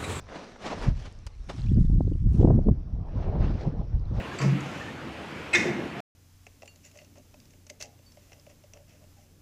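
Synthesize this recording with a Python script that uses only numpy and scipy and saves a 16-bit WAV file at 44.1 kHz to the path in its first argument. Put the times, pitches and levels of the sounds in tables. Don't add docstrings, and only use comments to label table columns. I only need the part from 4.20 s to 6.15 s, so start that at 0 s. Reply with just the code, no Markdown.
import sys
import numpy as np
from scipy import signal
from scipy.fft import rfft, irfft
from scipy.io import wavfile
from scipy.ndimage import uniform_filter1d

SR = 44100
rng = np.random.default_rng(int(sys.argv[2]) if len(sys.argv) > 2 else 0)


def log_audio(samples):
    frames = np.atleast_2d(samples).T
    limited = np.clip(frames, -1, 1)
    pcm = np.round(limited * 32767).astype(np.int16)
    wavfile.write(sys.argv[1], SR, pcm)


def gain_from_db(level_db):
    decades = np.asarray(level_db, float) / 20
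    return 10 ** decades


N = 85995

# frequency in Hz, density in dB per Hz.
HUM_SPECTRUM = [(45, -26.5), (70, -1), (280, -1), (750, -9.5), (2700, -13.5), (4000, -24.5), (9800, -38.5),
                (14000, -44.5)]
# time in seconds, level in dB.
MACHINE_ACTIVITY = [(0, 3), (.2, 3.5), (0.499, 3.5), (.8, 0.5), (1.05, 2), (1.3, 3), (1.74, 2), (1.8, 3)]
# start in seconds, length in seconds, pitch in Hz, level in dB.
SQUEAKS = [
    (.03, .11, 1050, -46.5),
    (.115, 0.03, 1650, -40.5),
    (.45, 0.081, 1372, -49),
    (.53, .05, 1510, -50),
    (.6, 0.039, 1776, -38.5),
    (.645, 0.064, 1780, -46),
    (.5, .04, 1085, -50),
    (1.74, 0.09, 705, -42.5),
]
# start in seconds, frequency in Hz, peak in dB, rise in seconds,
# sharpness as an exponent.
PANEL_SWELLS = [(.195, 137, -19.5, 0.069, 1.5), (.2534, 137, -22.5, 0.063, 1.7),
                (.235, 188, -20, 0.027, 2.2), (.285, 170, -25.5, 0.039, 2.2), (.29, 188, -24.5, 0.029, 1.8),
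                (.34, 196, -28.5, 0.03, 1.8), (.4, 142, -38, .04, 1.1), (0.196, 365, -36.5, 0.026, 1.2),
                (.2, 305, -34.5, 0.029, 1.2), (.21, 610, -39.5, 0.029, 1.8), (.335, 295, -32, 0.029, 0.93),
                (.25, 345, -33, .03, 1.2), (0.44, 190, -42.5, 0.036, 1.2), (0, 200, -32, 0.0051, .3),
                (1.335, 352, -25, 0.027, 1.8), (1.385, 315, -29, .02, 1.2), (1.447, 350, -25, 0.034, 1.5),
                (1.44, 535, -30, 0.019, 1.2), (1.44, 170, -33.5, 0.062, 1.8), (1.5, 157, -26.5, 0.017, 1.8),
                (1.53, 215, -28.5, 0.022, 1.8), (1.56, 350, -32, 0.028, 1.2)]
# start in seconds, peak in dB, rise in seconds, sharpness as an exponent.
RUMBLES = [
    (.195, -33.5, 0.043, 0.87),
    (.28, -47, 0.065, 1.8),
    (1.34, -31.5, 0.056, 1.5),
    (1.41, -30.5, 0.066, 1.6),
    (1.52, -35.5, 0.1, 1.46),
    (1.77, -42.5, 0.035, 1.7),
]
# frequency in Hz, level in dB.
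RUMBLE_COLOUR = [(50, -31.5), (110, -5), (200, 2), (380, -0.5), (600, -6.5), (1000, -13.5), (2000, -48)]
# start in seconds, peak in dB, rise in seconds, sharpness as an exponent.
BEARING_RUBS = [
    (.1, -57.5, .06, 1.5),
    (.38, -57.5, 0.16, 0.78),
]
# frequency in Hz, level in dB.
BEARING_COLOUR = [(2500, -35), (4800, -4.5), (6800, -2.5), (8200, -13.5), (11000, -23)]

# frequency in Hz, level in dB, t60 in seconds.
PAWL_MODES = [(2602, 7.5, 0.026), (4610, 0.5, 0.046), (4700, -3, .03), (7400, 0, .012), (7500, 1, 0.014)]
# frequency in Hz, level in dB, t60 in seconds.
STOP_MODES = [(760, -2.5, 0.03), (1095, 2, 0.039), (1290, 4.5, 0.027), (1803, -0.5, 0.044),
              (2200, -9.5, .04), (4700, -7, .06), (5050, -6, .02), (6250, -12.5, .015), (9240, -27, .012),
              (12300, -21.5, .01)]
# frequency in Hz, level in dB, t60 in seconds.
REBOUND_MODES = [(6570, 1.5, 0.0087), (8900, -8, 0.01), (11100, -11, .006), (13500, -16, .006)]
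# frequency in Hz, level in dB, t60 in seconds.
BOLT_MODES = [(1395, -10.5, 0.053), (2126, 4, .08), (2501, 1.5, 0.072), (2625, -6, .03), (3980, -5.5, .02),
              (7910, -8, .03), (9350, -31.5, .02)]
# frequency in Hz, level in dB, t60 in seconds.
PLATE_MODES = [(1170, -13.5, .04), (1750, -3, 0.072), (1970, -5.5, 0.14), (2102, 4, 0.062), (2590, -5, .05),
               (2700, -5, .05), (3605, -3, 0.039), (4740, -22.5, .02), (5430, -8.5, .02),
               (5600, -7.5, 0.03), (6780, -14.5, .02), (7700, -26, .02), (12200, -22, .008)]
# start in seconds, ring in dB, crack in dB, contact in seconds, rattle t60 in seconds.
PAWL_HITS = [
    (.182, -36, -42, 0.0058, 0.075),
]
# start in seconds, ring in dB, crack in dB, contact in seconds, rattle t60 in seconds.
STOP_HITS = [
    (.198, -36.5, -41.5, 0.0034, 0.052),
    (.21, -29.5, -35, 0.0044, 0.22),
]
# start in seconds, ring in dB, crack in dB, contact in seconds, rattle t60 in seconds.
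REBOUND_HITS = [
    (.403, -38, -45, .003, 0.037),
]
# start in seconds, ring in dB, crack in dB, contact in seconds, rattle t60 in seconds.
BOLT_HITS = [
    (1.3285, -27, -38, .004, 0.043),
    (1.334, -18, -31, 0.0015, 0.07),
]
# start in seconds, ring in dB, crack in dB, contact in seconds, rattle t60 in seconds.
PLATE_HITS = [
    (1.346, -21, -20.5, 0.0032, .04),
    (1.3535, -21, -21, .0015, .04),
    (1.365, -27, -31.5, .003, .12),
    (1.392, -31, -37.5, .004, 0.34),
    (1.462, -39.5, -43, .004, .15),
]
# frequency in Hz, level in dB.
CRACK_COLOUR = [(300, -25), (1000, -4.5), (2300, 6.5), (3200, -10), (6000, -3.5), (8000, -12),
                (9700, -21.5), (14000, -37)]
# frequency in Hz, t60 in seconds.
HALL_T60 = [(150, .9), (400, 1.4), (1000, 1.1), (2500, 0.63), (6000, 0.44), (12000, .35)]


def read(points, hz):
    f, value = np.transpose(points)
    return np.interp(np.log(hz + 1), np.log(f + 1), value)


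def evened(x):
    return x / np.sqrt(np.mean(x ** 2) + 1e-20)


def add(mix, start, sound):
    part = mix[max(round(start * SR), 0):][:len(sound)]
    part += sound[:len(part)]


def coloured(x, points):
    gain = gain_from_db(read(points, np.fft.rfftfreq(len(x), 1 / SR)))
    return irfft(rfft(x) * gain, len(x))


def swell(t, rise, sharp):
    return (t / rise * np.exp(.5 - .5 * (t / rise) ** 2)) ** sharp


def gusts(rows, colour):
    level = np.zeros(N)
    t = np.arange(SR // 2) / SR
    for start, db, rise, sharp in rows:
        add(level, start, gain_from_db(db) * swell(t, rise, sharp))
    return level * evened(coloured(rng.standard_normal(N), colour))


def hum():
    frames, hz = N // 256 + 5, np.fft.rfftfreq(1024, 1 / SR)
    real, imaginary, patches = rng.standard_normal((frames, 513, 3)).T
    patches = uniform_filter1d(patches, size=8, axis=0)
    patches = evened(uniform_filter1d(patches, size=12, axis=1))
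    level_db = read(HUM_SPECTRUM, hz)[:, None] + 1.47 * patches
    spectrum = (real + 1j * imaginary) * gain_from_db(level_db)
    noise = signal.istft(spectrum, nperseg=1024, noverlap=768)[1][:N]
    activity_db = np.interp(np.arange(N) / SR, *np.transpose(MACHINE_ACTIVITY))
    return gain_from_db(-40.5 + activity_db) * evened(noise)


def cabinet():
    out = gusts(RUMBLES, RUMBLE_COLOUR)
    t = np.arange(SR // 2) / SR
    for start, hz, db, rise, sharp in PANEL_SWELLS:
        add(out, start, gain_from_db(db) * swell(t, rise, sharp) * np.sin(2 * np.pi * hz * t))
    return out


def squeaks():
    out = np.zeros(N)
    for start, length, hz, db in SQUEAKS:
        t = np.arange(0, length, 1 / SR)
        drift = uniform_filter1d(rng.standard_normal((2, SR // 5)), size=500)
        waver, flutter = drift[:, :len(t)]
        pitch = hz * (1 + 0.43 * waver + .25 * (t - length / 2))
        tone = np.sin(2 * np.pi * np.cumsum(pitch) / SR)
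        fade = np.sin(np.pi * t / length) ** 0.47
        add(out, start, gain_from_db(db + 82 * flutter) * fade * tone)
    return out


def bearing():
    return gusts(BEARING_RUBS, BEARING_COLOUR)


def blows(hits, modes):
    out = np.zeros((2, N))
    t = np.arange(SR // 3) / SR
    ring = sum(gain_from_db(db - 60 * t / t60) * np.sin(2 * np.pi * hz * t) for hz, db, t60 in modes)
    ring = ring * (1 - np.exp(-t / .00025))
    for start, ring_db, crack_db, contact, rattle in hits:
        noise = rng.standard_normal((2, len(t)))
        shape = np.minimum(t / contact, 1) ** 2 * gain_from_db(-60 * t / rattle)
        push = noise[0] * shape
        push = push / np.linalg.norm(push)
        crack = evened(coloured(noise[1], CRACK_COLOUR)) * shape / shape.max()
        add(out[0], start, gain_from_db(ring_db) * signal.fftconvolve(push, ring)[:len(t)])
        add(out[1], start, gain_from_db(crack_db) * crack)
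    return out


def arm():
    return blows(PAWL_HITS, PAWL_MODES) + blows(STOP_HITS, STOP_MODES) + blows(REBOUND_HITS, REBOUND_MODES)


def lock():
    return blows(BOLT_HITS, BOLT_MODES) + blows(PLATE_HITS, PLATE_MODES)


def hall(x):
    hz, t, z = signal.stft(rng.standard_normal(SR), SR, nperseg=256)
    decay = gain_from_db(-60 * t / read(HALL_T60, hz)[:, None])
    tail = signal.istft(z * decay, SR, nperseg=256)[1]
    tail = tail * np.clip((np.arange(len(tail)) / SR - .008) / 0.012, 0, 1)
    return signal.fftconvolve(x, tail / np.linalg.norm(tail))[:N]


def scene():
    background = hum() + squeaks() + bearing()
    boom = cabinet()
    ring, crack = arm() + lock()
    hall_db, ring_hall_db, boom_hall_db = -5, -6.5, -23
    wet = hall(gain_from_db(hall_db) * (crack + gain_from_db(ring_hall_db) * ring) + gain_from_db(boom_hall_db) * boom)
    return (background + ring + crack + boom + wet)[None]


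def treble_dropouts(x):
    gate_hz, gate_share, gate_db = 8200, 1, -12
    hz, t, z = signal.stft(x, SR, nperseg=2048)
    power = uniform_filter1d(abs(z) ** 2, size=6, axis=1)
    around = uniform_filter1d(power, size=60, axis=1) + 1e-20
    weak = np.clip((gate_share - power / around) / 0.19, 0, 1)
    gain = gain_from_db(gate_db * weak * (hz > gate_hz)[:, None])
    return signal.istft(z * gain, SR, nperseg=2048)[1][:, :N]


def roll_off(x):
    return signal.sosfilt(signal.butter(12, 14540, fs=SR, output="sos"), x)


def record(dry):
    low_cut_hz, edge_hz, end_s = 55, 13900, 1.804
    low_cut = signal.butter(3, low_cut_hz, "high", fs=SR, output="sos")
    x = signal.sosfilt(low_cut, treble_dropouts(dry))
    band_limit = signal.firwin(511, edge_hz, window=("kaiser", 9), fs=SR)
    x = signal.oaconvolve(x, band_limit[None], "same")
    return roll_off(x * (np.arange(N) < end_s * SR))


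dry = scene()
out = record(dry)
log_audio(out)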